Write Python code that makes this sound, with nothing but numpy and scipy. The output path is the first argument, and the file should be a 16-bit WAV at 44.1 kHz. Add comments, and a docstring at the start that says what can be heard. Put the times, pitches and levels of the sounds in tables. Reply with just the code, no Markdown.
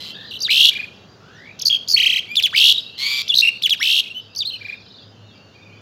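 """A pied myna sings from a brick pillar above open fields: slurred whistles, fast trills, rasps
and a nasal buzz, with soft twitter between. The two sides of its syrinx make gliding tones that
throat and beak colour; a wall throws back a faint echo. Soft, dulled and blurred whistles and
trills sound too, some beneath the near song. Far birds, wandering tones heard through scatter,
and a low rumble of filtered noise fill the pauses."""
import sys
import numpy as np
from scipy import signal
from scipy.fft import rfft, irfft, next_fast_len
from scipy.io import wavfile
from scipy.ndimage import uniform_filter1d

SR = 44100
rng = np.random.default_rng(int(sys.argv[2]) if len(sys.argv) > 2 else 0)


def output_pcm(signal):
    """Save a mono or channel-first signal as 16-bit PCM at the path in sys.argv[1].

    Samples are clipped to [-1, 1] before scaling.
    """
    pcm = np.clip(np.atleast_2d(signal).T, -1, 1) * 32767
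    wavfile.write(sys.argv[1], SR, np.round(pcm).astype(np.int16))


N = 256220
TIME = np.arange(N) / SR
PROGRESS = np.linspace(0, 1, 25)  # share of a whistle or trill, from start to end
CUTOFF_HZ = 15900

# What throat and beak let through: (frequency [Hz], gain [dB])
BEAK_RESONANCES = [(400, -60), (1000, -25.5), (1600, -18), (2000, -15), (2500, -3), (3200, 0), (3800, 2.5),
                   (4400, -4), (5200, -10), (6500, -13.5), (8000, -12), (9500, -22.5), (12000, -6),
                   (14500, -24.5), (16000, -7)]

# One cycle of a trill: (share of the cycle [0-1], pitch from low 0 to high 1)
WARBLE_CYCLE = [(0, 0.09), (.2, .42), (0.401, .78), (.54, 0.9), (.66, .62), (.85, 0)]
LILT_CYCLE = [(0, 0.1), (.14, 0), (.32, .9), (.52, 0.98), (0.718, 0.97), (0.868, .2)]

# Trills, clear and dulled: (start [s], length [s], mean rate [cycles/s], final low [Hz], final high [Hz],
# climb to that pitch [octaves], peak effort [dB], dulled and blurred [0 or 1])
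WARBLE_TRILLS = [ (.2, .095, 52, 3200, 4400, 0, -39, 1), (1.9615, .236, 31.8, 1885, 3450, 0, -10.5, 0),
                 (4.5, .25, 25, 3800, 5900, 0, -40, 1), (4.79, .26, 24.5, 3150, 4700, -.35, -41, 1), ]
LILT_TRILLS = [ (.14, .155, 48, 1640, 1830, .1, -26, 0), (.705, .153, 26.4, 1620, 2510, .08, -19.5, 0),
               (1.2, .32, 56, 1950, 2550, .95, -27, 1), (2.738, .069, 31.6, 3000, 3820, 0, -21, 0),
               (4.02, .07, 29, 2120, 2590, 0, -33, 0), (4.502, .068, 35, 2500, 3000, -.12, -29, 0),
               (4.597, .163, 25.8, 1590, 2480, .06, -24, 0), (5.54, .27, 28.3, 2240, 2470, 0, -43, 1), ]


def from_db(db):
    """Decibels to gain."""
    return 10 ** (np.asarray(db) / 20)


def rms_one(x):
    """Scale to unit rms."""
    return x / np.sqrt(np.mean(x ** 2) + 1e-20)


def at_hz(points, hz):
    """Gain of a spectrum at the given frequencies, joined up along log frequency."""
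    point_hz, db = np.transpose(points)
    return from_db(np.interp(np.log(np.maximum(hz, 1)), np.log(point_hz), db))


def columns(rows, t):
    """Each column of a curve at the times t."""
    s, *values = np.transpose(rows)
    return [np.interp(t, np.sort(s), v) for v in values]


def noise(spectrum, size):
    """Noise of a given colour, rms 1."""
    padded = next_fast_len(size)
    hz = np.arange(padded // 2 + 1) * SR / padded
    coloured = irfft(rfft(rng.standard_normal(padded)) * at_hz(spectrum, hz), padded)
    return rms_one(coloured[:size])


def drift(rate_hz, size):
    """Smooth chance with spread near 1: white noise through two equal low-pass poles."""
    pole = np.exp(-2 * np.pi * rate_hz / SR)
    white = rng.standard_normal(size + SR // 4)  # a quarter second of run-in
    return rms_one(signal.lfilter([1], [1, -2 * pole, pole * pole], white))[-size:]


def tail(t60_s):
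    """The diffuse answer of ground and trees to a click: decaying noise with unit energy."""
    decay = from_db(-60 * TIME[:SR] / t60_s)
    return rms_one(rng.standard_normal(SR) * decay) / np.sqrt(SR)


def country_air():
    """Steady outdoor air at the microphone: coloured noise whose level slowly shifts."""
    # (frequency [Hz], relative density [dB per Hz])
    air_spectrum = [(25, -36), (55, -15.5), (90, -4.5), (200, -2), (320, -9), (420, -7), (1000, -16.5),
                    (1500, -16.5), (2200, -24.5), (3200, -27.5), (5500, -26.5), (7000, -31.5),
                    (8000, -51.5), (16000, -47.5)]
    # (time [s], level before the lift [dB])
    air_level = [(0.0, -49), (4.22, -54), (5.81, -51.5)]
    lift_db = 2.5
    return from_db(columns(air_level, TIME)[0] + lift_db) * noise(air_spectrum, N)


def far_engine():
    """The low rumble of a far engine: noise in a narrow band around 100 Hz."""
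    # (time [s], level [dB])
    rumble_level = [(0, -59), (3.5, -61), (4.6, -53), (5.8, -51.5)]
    band = [(80, -37), (96, -5), (104, 8), (112, -13.5), (135, -92)]  # (Hz, dB)
    return from_db(columns(rumble_level, TIME)[0]) * noise(band, N)


def far_bird(hz):
    """A distant twitter: a tone that wanders and flickers, heard only through scatter."""
    wander, flutter_db, t60_s = .08, 4.0, .33
    pitch = hz * np.exp(wander * drift(11, N))
    phase = 2 * np.pi * np.cumsum(pitch) / SR
    twitter = np.sin(phase) * from_db(flutter_db * drift(7.5, N))
    return signal.fftconvolve(twitter, tail(t60_s))[:N]


def far_chorus():
    """Three distant twitters blend and come and go together."""
    # (time [s], level [dB])
    chorus_level = [(0, -39.5), (.75, -45), (1.2, -57), (2.9, -43), (4.3, -48), (5.1, -54), (5.6, -55)]
    birds = sum(far_bird(hz) for hz in (2900, 3600, 4400))
    return from_db(columns(chorus_level, TIME)[0]) * rms_one(birds)


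def background():
    """Country air, a far engine's drone and distant birds."""
    return country_air() + far_engine() + far_chorus()


def span(rows, edge_s=.002):
    """The samples that a gesture covers, and the soft opening and closing of the syrinx."""
    start, end = rows[0][0], rows[-1][0]
    end = max(end, start + .004)
    first = max(int((start - edge_s) * SR), 0)
    last = min(int((end + edge_s) * SR), N)
    at = np.arange(first, last)
    gate = np.clip(np.minimum(at - at[0], at[-1] - at) / (2 * edge_s * SR), 0, 1)
    return at, np.sin(np.pi / 2 * gate) ** 2


def syrinx(pitch, effort_db, overtone_db, slope_db, jitter):
    """A slightly unsteady tone; each harmonic swells and fades as it glides through the beak's resonances."""
    shimmer_db = 2.3
    size = len(pitch)
    pitch = uniform_filter1d(pitch, size=36) * (1 + jitter * drift(350, size))
    phase = 2 * np.pi * np.cumsum(pitch) / SR
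    tone = at_hz(BEAK_RESONANCES, pitch) * np.sin(phase)
    for k in range(2, 8):
        # slope_db is per octave above the second harmonic
        strength = from_db(overtone_db + slope_db * np.log2(k / 2)) * (k * pitch < CUTOFF_HZ)
        tone += strength * at_hz(BEAK_RESONANCES, k * pitch) * np.sin(k * phase)
    return tone * from_db(effort_db + shimmer_db * drift(133, size))


def whistles(notes, overtone_db, slope_db, jitter):
    """Pure glides, one after another or from both sides of the syrinx at once."""
    out = np.zeros(N)
    for rows in notes:
        at, gate = span(rows)
        pitch, effort_db = columns(rows, TIME[at])
        out[at] += gate * syrinx(pitch, effort_db, overtone_db, slope_db, jitter)
    return out


def trills(bout_list, shape, overtone_db, slope_db, jitter, swell_db):
    """The muscles repeat one pitch gesture; air pressure varies with it, and turbulence adds a little hiss."""
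    hiss_db = -36.0
    out = np.zeros(N)
    for rows in bout_list:
        at, gate = span(rows)
        rate, low, high, effort_db = columns(rows, TIME[at])
        # the count of cycles is zero at the start of the bout
        cycles = np.cumsum(rate) / SR - rate[0] * (rows[0][0] - TIME[at[0]])
        height = np.interp(cycles, *np.transpose(shape), period=1)
        pitch = low + (high - low) * height
        pressure_db = effort_db + swell_db * (height - .5)
        tone = syrinx(pitch, pressure_db, overtone_db, slope_db, jitter)
        hiss = from_db(effort_db + hiss_db) * noise(BEAK_RESONANCES, len(at))
        out[at] += gate * (tone + hiss)
    return out


def swell(peak_at, rise_db, fall_db):
    """Effort over one breath of song: it builds to a peak and eases off."""
    return np.interp(PROGRESS, [0, np.clip(peak_at, .05, .95), 1], [-rise_db, 0, -fall_db])


def arcs(dulled, peak_at=.55, rise_db=8.0, fall_db=8.0):
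    """Pitch bends along a parabola under one swell: notes of (s, Hz, dB)."""
    # Plain whistles, clear and dulled, that may overlap: (start [s], length [s], first pitch [Hz],
    # middle pitch [Hz], last pitch [Hz], peak effort [dB], dulled and blurred [0 or 1])
    plain_whistles = [ (.495, .038, 3800, 4100, 4200, -17, 0), (1.33, .08, 6430, 5650, 4500, -43, 1),
                      (1.935, .021, 4520, 4400, 4380, 1, 0), (2.28, .073, 2220, 2390, 2450, -21, 0),
                      (2.545, .027, 4900, 4950, 4850, -19, 0), (2.571, .022, 4850, 4600, 4300, -10, 0),
                      (3.277, .007, 2000, 3500, 6000, -15, 0), (3.292, .024, 3500, 3450, 3250, -10, 0),
                      (3.317, .022, 3000, 2790, 3050, -14, 0), (3.338, .009, 3050, 3400, 4800, -8, 0),
                      (3.51, .09, 4420, 4290, 4250, -36, 0), (3.797, .055, 5100, 5700, 4950, -17, 0),
                      (4.098, .028, 2520, 2790, 2620, -23, 0), (4.145, .06, 2880, 3040, 2960, -23, 0),
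                      (4.451, .052, 3500, 4250, 3850, -18, 0), (4.505, .065, 4250, 4195, 4150, -27, 0),
                      (5.16, .15, 2740, 2890, 2920, -53, 1), (5.35, .21, 2760, 2820, 2790, -52, 1),
                      (5.615, .035, 3680, 3630, 3580, -49, 1), ]
    notes = []
    for s, length, *pitches, db, is_dulled in plain_whistles:
        if is_dulled == dulled:
            pitch = np.polyval(np.polyfit([0, .5, 1], pitches, 2), PROGRESS)
            effort_db = db + swell(peak_at, rise_db, fall_db)
            notes.append(np.transpose([s + length * PROGRESS, pitch, effort_db]))
    return notes


def bouts(events, dulled, quicken, settle, peak_at, rise_db, fall_db):
    """Under one swell a trill shifts pace and bends to its pitch: bouts of (s, cycles/s, low Hz, high Hz, dB)."""
    out = []
    for s, length, rate, low, high, climb, db, is_dulled in events:
        if is_dulled == dulled:
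            lift = 2 ** (-climb * (1 - PROGRESS) ** settle)
            pace = rate * (1 + quicken * (PROGRESS - .5))
            effort_db = db + swell(peak_at, rise_db, fall_db)
            out.append(np.transpose([s + length * PROGRESS, pace, low * lift, high * lift, effort_db]))
    return out


def dulled_calls():
    """Soft, dulled and blurred whistles and trills, some beneath the near song: low-passed tones with scatter."""
    direct_db, scatter_db, t60_s, dull_hz = -.5, -6.5, .3, 7500
    song = whistles(arcs(dulled=True), overtone_db=-26.0, slope_db=-12.0, jitter=.003)
    for events, shape in ((WARBLE_TRILLS, WARBLE_CYCLE), (LILT_TRILLS, LILT_CYCLE)):
        calls = bouts(events, dulled=True, quicken=.01, settle=.9, peak_at=.72, rise_db=4.0, fall_db=7.0)
        song += trills(calls, shape, overtone_db=-26.0, slope_db=-14.0, jitter=.012, swell_db=3.0)
    scattered = signal.fftconvolve(song, tail(t60_s))[:N]
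    heard = from_db(direct_db) * song + from_db(scatter_db) * scattered
    return signal.sosfilt(signal.butter(2, dull_hz, fs=SR, output="sos"), heard)


def syllables(shape, events):
    """One learnt gesture, stretched and transposed for each use: notes of (s, Hz, dB)."""
    notes = []
    for s, length, hz, db in events:
        notes.append([(s + share * length, hz * ratio, db + shape_db) for share, ratio, shape_db in shape])
    return notes


def learnt_whistles():
    """Five kinds of whistled syllable, each a fixed pitch and effort gesture of the syrinx."""
    # Gestures: (share of the length, ratio to the main pitch, effort change [dB])
    slur_shape = [(0, 1.34, -2), (.06, .94, -12), (.2, 1.04, 0), (.32, 1.45, -3), (.4, 1, 2),
                  (.56, .99, -3), (.61, .83, -7), (.82, .76, -9), (1, .5, -18)]  # two peaks, then down in steps
    chip_shape = [(-.25, .33, -28), (0, 1, -4), (.22, .78, 0), (.45, .54, -21), (1, .33, -32)]  # a sharp peak that falls away
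    pip_shape = [(0, .75, -8), (.17, 1, -1), (.55, 1, 0), (.84, .98, -1), (1, .77, -8)]  # a flat note that sags at both ends
    scoop_shape = [(0, .44, -10), (.42, .78, -3.5), (.78, .98, 0), (1, 1, -5)]  # the swelling rise that leads into a rasp
    tew_shape = [(-.14, .55, -15), (-.06, .9, -4), (0, 1.74, -6), (.15, 1.17, -4), (.21, 1, 0),
                 (.47, .96, 0), (.68, .82, 1), (.8, .6, -6), (1, .41, -10)]  # a flick up, a short plateau and a long slide down
    # Their uses: (time [s], length [s], main pitch [Hz], effort before the gesture's change [dB])
    slur_notes = [(.404, .076, 4700, -10), (4.361, .076, 4630, -11)]
    chip_notes = [(.392, .008, 6000, -23), (1.594, .02, 6600, -12.5), (1.618, .023, 6880, -6),
                  (1.877, .006, 5400, -16), (3.284, .028, 6300, -15), (4.351, .008, 6100, -16)]
    pip_notes = [(1.698, .025, 3300, -13), (1.724, .019, 3280, -12), (1.744, .014, 3260, -14),
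                 (1.759, .014, 3230, -17), (3.419, .028, 2760, -6.5), (3.448, .022, 2720, -7),
                 (3.471, .023, 2820, -5.5)]
    scoop_notes = [(.476, .027, 2400, -7), (2.527, .031, 2310, -4.5), (3.797, .032, 2260, -6)]
    tew_notes = [(2.36, .055, 3560, -11), (2.428, .05, 3480, -10.5), (3.627, .056, 3480, -11.5),
                 (3.699, .053, 3400, -10.5)]
    slurs_and_chips = syllables(slur_shape, slur_notes) + syllables(chip_shape, chip_notes)
    pips = syllables(pip_shape, pip_notes)
    scoops = syllables(scoop_shape, scoop_notes)
    tews = syllables(tew_shape, tew_notes)
    song = whistles(slurs_and_chips, overtone_db=-16.5, slope_db=-10.0, jitter=.008)
    song += whistles(pips, overtone_db=-16.0, slope_db=-6.5, jitter=.007)
    song += whistles(scoops, overtone_db=-25.0, slope_db=-8.5, jitter=.011)
    song += whistles(tews, overtone_db=-9.0, slope_db=-7.0, jitter=.005)
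    return song


def near_trills():
    """Rasps, chatters, warbles and lilts: four pitch gestures, each repeated fast by the syrinx muscles."""
    # One cycle: (share of the cycle [0-1], pitch from low 0 to high 1)
    rasp_cycle = [(0, 1), (.14, .45), (.26, 0.12), (0.4, 0.24), (0.55, 0.07), (0.7, 0.02), (.81, 0.13),
                  (0.93, .40)]
    chatter_cycle = [(0, 0.99), (0.141, 0.88), (0.321, .12), (.45, .22), (.62, 0), (.76, .06), (0.879, 0.5)]
    # Trills, with the columns of WARBLE_TRILLS: (start [s], length [s], mean rate [cycles/s],
    # final low [Hz], final high [Hz], climb [octaves], peak effort [dB], dulled and blurred [0 or 1])
    rasp_trills = [ (.503, .194, 72, 2700, 6150, .22, -7.8, 0), (2.559, .168, 71.8, 2730, 6150, .2, -7, 0),
                   (3.827, .18, 71.8, 2640, 6050, .17, -11, 0), ]
    chatter_trills = [ (.305, .071, 36.5, 2730, 4200, 0, -27, 0), (1.651, .038, 82, 4300, 6800, 0, -4.5, 0),
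                      (1.884, .05, 85.5, 4480, 7050, 0, -6, 0), (3.349, .067, 62.2, 3740, 6550, 0, -7, 0), ]
    rasps = bouts(rasp_trills, dulled=False, quicken=.11, settle=2.2, peak_at=.7, rise_db=4.5, fall_db=1.0)
    song = trills(rasps, rasp_cycle, overtone_db=-8.5, slope_db=-6.5, jitter=.013, swell_db=-2.5)
    chatters = bouts(chatter_trills, dulled=False, quicken=.01, settle=1.0, peak_at=.65, rise_db=7.0, fall_db=3.0)
    song += trills(chatters, chatter_cycle, overtone_db=-12.0, slope_db=-6.5, jitter=.018, swell_db=-5.0)
    warbles = bouts(WARBLE_TRILLS, dulled=False, quicken=-.025, settle=1.0, peak_at=.4, rise_db=1.2, fall_db=2.5)
    song += trills(warbles, WARBLE_CYCLE, overtone_db=-9.5, slope_db=-10.5, jitter=.016, swell_db=4.0)
    lilts = bouts(LILT_TRILLS, dulled=False, quicken=-.04, settle=1.5, peak_at=.62, rise_db=5.5, fall_db=4.5)
    song += trills(lilts, LILT_CYCLE, overtone_db=-19.0, slope_db=-17.0, jitter=.012, swell_db=7.0)
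    return song


def buzzes():
    """A reedy tone that breaks, pulse by pulse, into period doubling: half-harmonics and hiss burst between its lines."""
    # Nasal buzzes, one list each: (time [s], rate [pulses/s], pitch [Hz], tone [dB], rattle [dB])
    buzz_curves = [
        [(0, 160, 2041, -31.5, -31), (.11, 160, 2045, -35, -31.5), (.135, 190, 2080, -54, -50)],
        [(2.977, 137, 2020, -31, -30), (3.002, 135, 2124, -19, -22), (3.05, 135, 2250, -14, -22),
         (3.16, 132, 2350, -15.5, -19.5), (3.223, 117, 2290, -17, -20.5)],
    ]
    # (frequency [Hz], gain [dB])
    rattle_spectrum = [(400, -63), (1100, -20.5), (1600, -26), (3400, 0), (4500, -3), (5600, -17),
                       (7200, -20.5), (9500, -32), (12000, -22.5), (16000, -34)]
    bend, pulse_sharpness, choke, hiss_db = .035, 1.54, .57, -1.0
    out = np.zeros(N)
    for rows in buzz_curves:
        at, gate = span(rows)
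        size = len(at)
        rate, pitch, tone_db, rattle_db = columns(rows, TIME[at])
        beat = 2 * np.pi * np.cumsum(rate * (1 + .02 * drift(60, size))) / SR
        pulse = np.exp(pulse_sharpness * (np.cos(beat) - 1))
        bent_pitch = pitch * (1 - bend * np.sin(beat))
        tone = syrinx(bent_pitch, tone_db, overtone_db=-1.0, slope_db=-14.0, jitter=.012)
        phase = 2 * np.pi * np.cumsum(pitch * (1 + .045 * drift(205, size))) / SR
        halves = np.zeros(size)
        for order in np.arange(6) + .5:
            halves += at_hz(rattle_spectrum, order * pitch) * np.sin(order * phase)
        hiss = from_db(hiss_db) * noise(rattle_spectrum, size)
        rattle = from_db(rattle_db) * pulse * (halves + hiss)
        # each burst of rattle chokes the tone
        out[at] += gate * (tone * (1 - choke * pulse) + rattle)
    return out


def myna():
    """The bird on the pillar: whistles, learnt syllables, four kinds of trill and the buzz."""
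    song = whistles(arcs(dulled=False), overtone_db=-16.0, slope_db=-9.0, jitter=.004)
    return song + learnt_whistles() + near_trills() + buzzes()


def fields(song):
    """A few distinct echoes off brickwork, then thin scatter from the land around."""
    # (delay [s], level before dulling [dB])
    brick_echoes = [(.012, -13.5), (0.043, -20), (.083, -21)]
    scatter_db, t60_s, dull_hz = -21.0, .72, 8000
    response = from_db(scatter_db) * tail(t60_s)
    for delay, db in brick_echoes:
        response[int(delay * SR)] += from_db(db)
    dull = signal.butter(1, dull_hz, fs=SR, output="sos")
    reflected = signal.fftconvolve(song, response)[:N]
    return song + signal.sosfilt(dull, reflected)


def scene():
    """The whole song in its landscape, at one microphone."""
    return (background() + dulled_calls() + fields(myna()))[None]


def record(dry):
    """The top is cut steeply."""
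    return signal.sosfilt(signal.ellip(10, .1, 80, CUTOFF_HZ, fs=SR, output="sos"), dry)


dry = scene()
out = record(dry)
output_pcm(out)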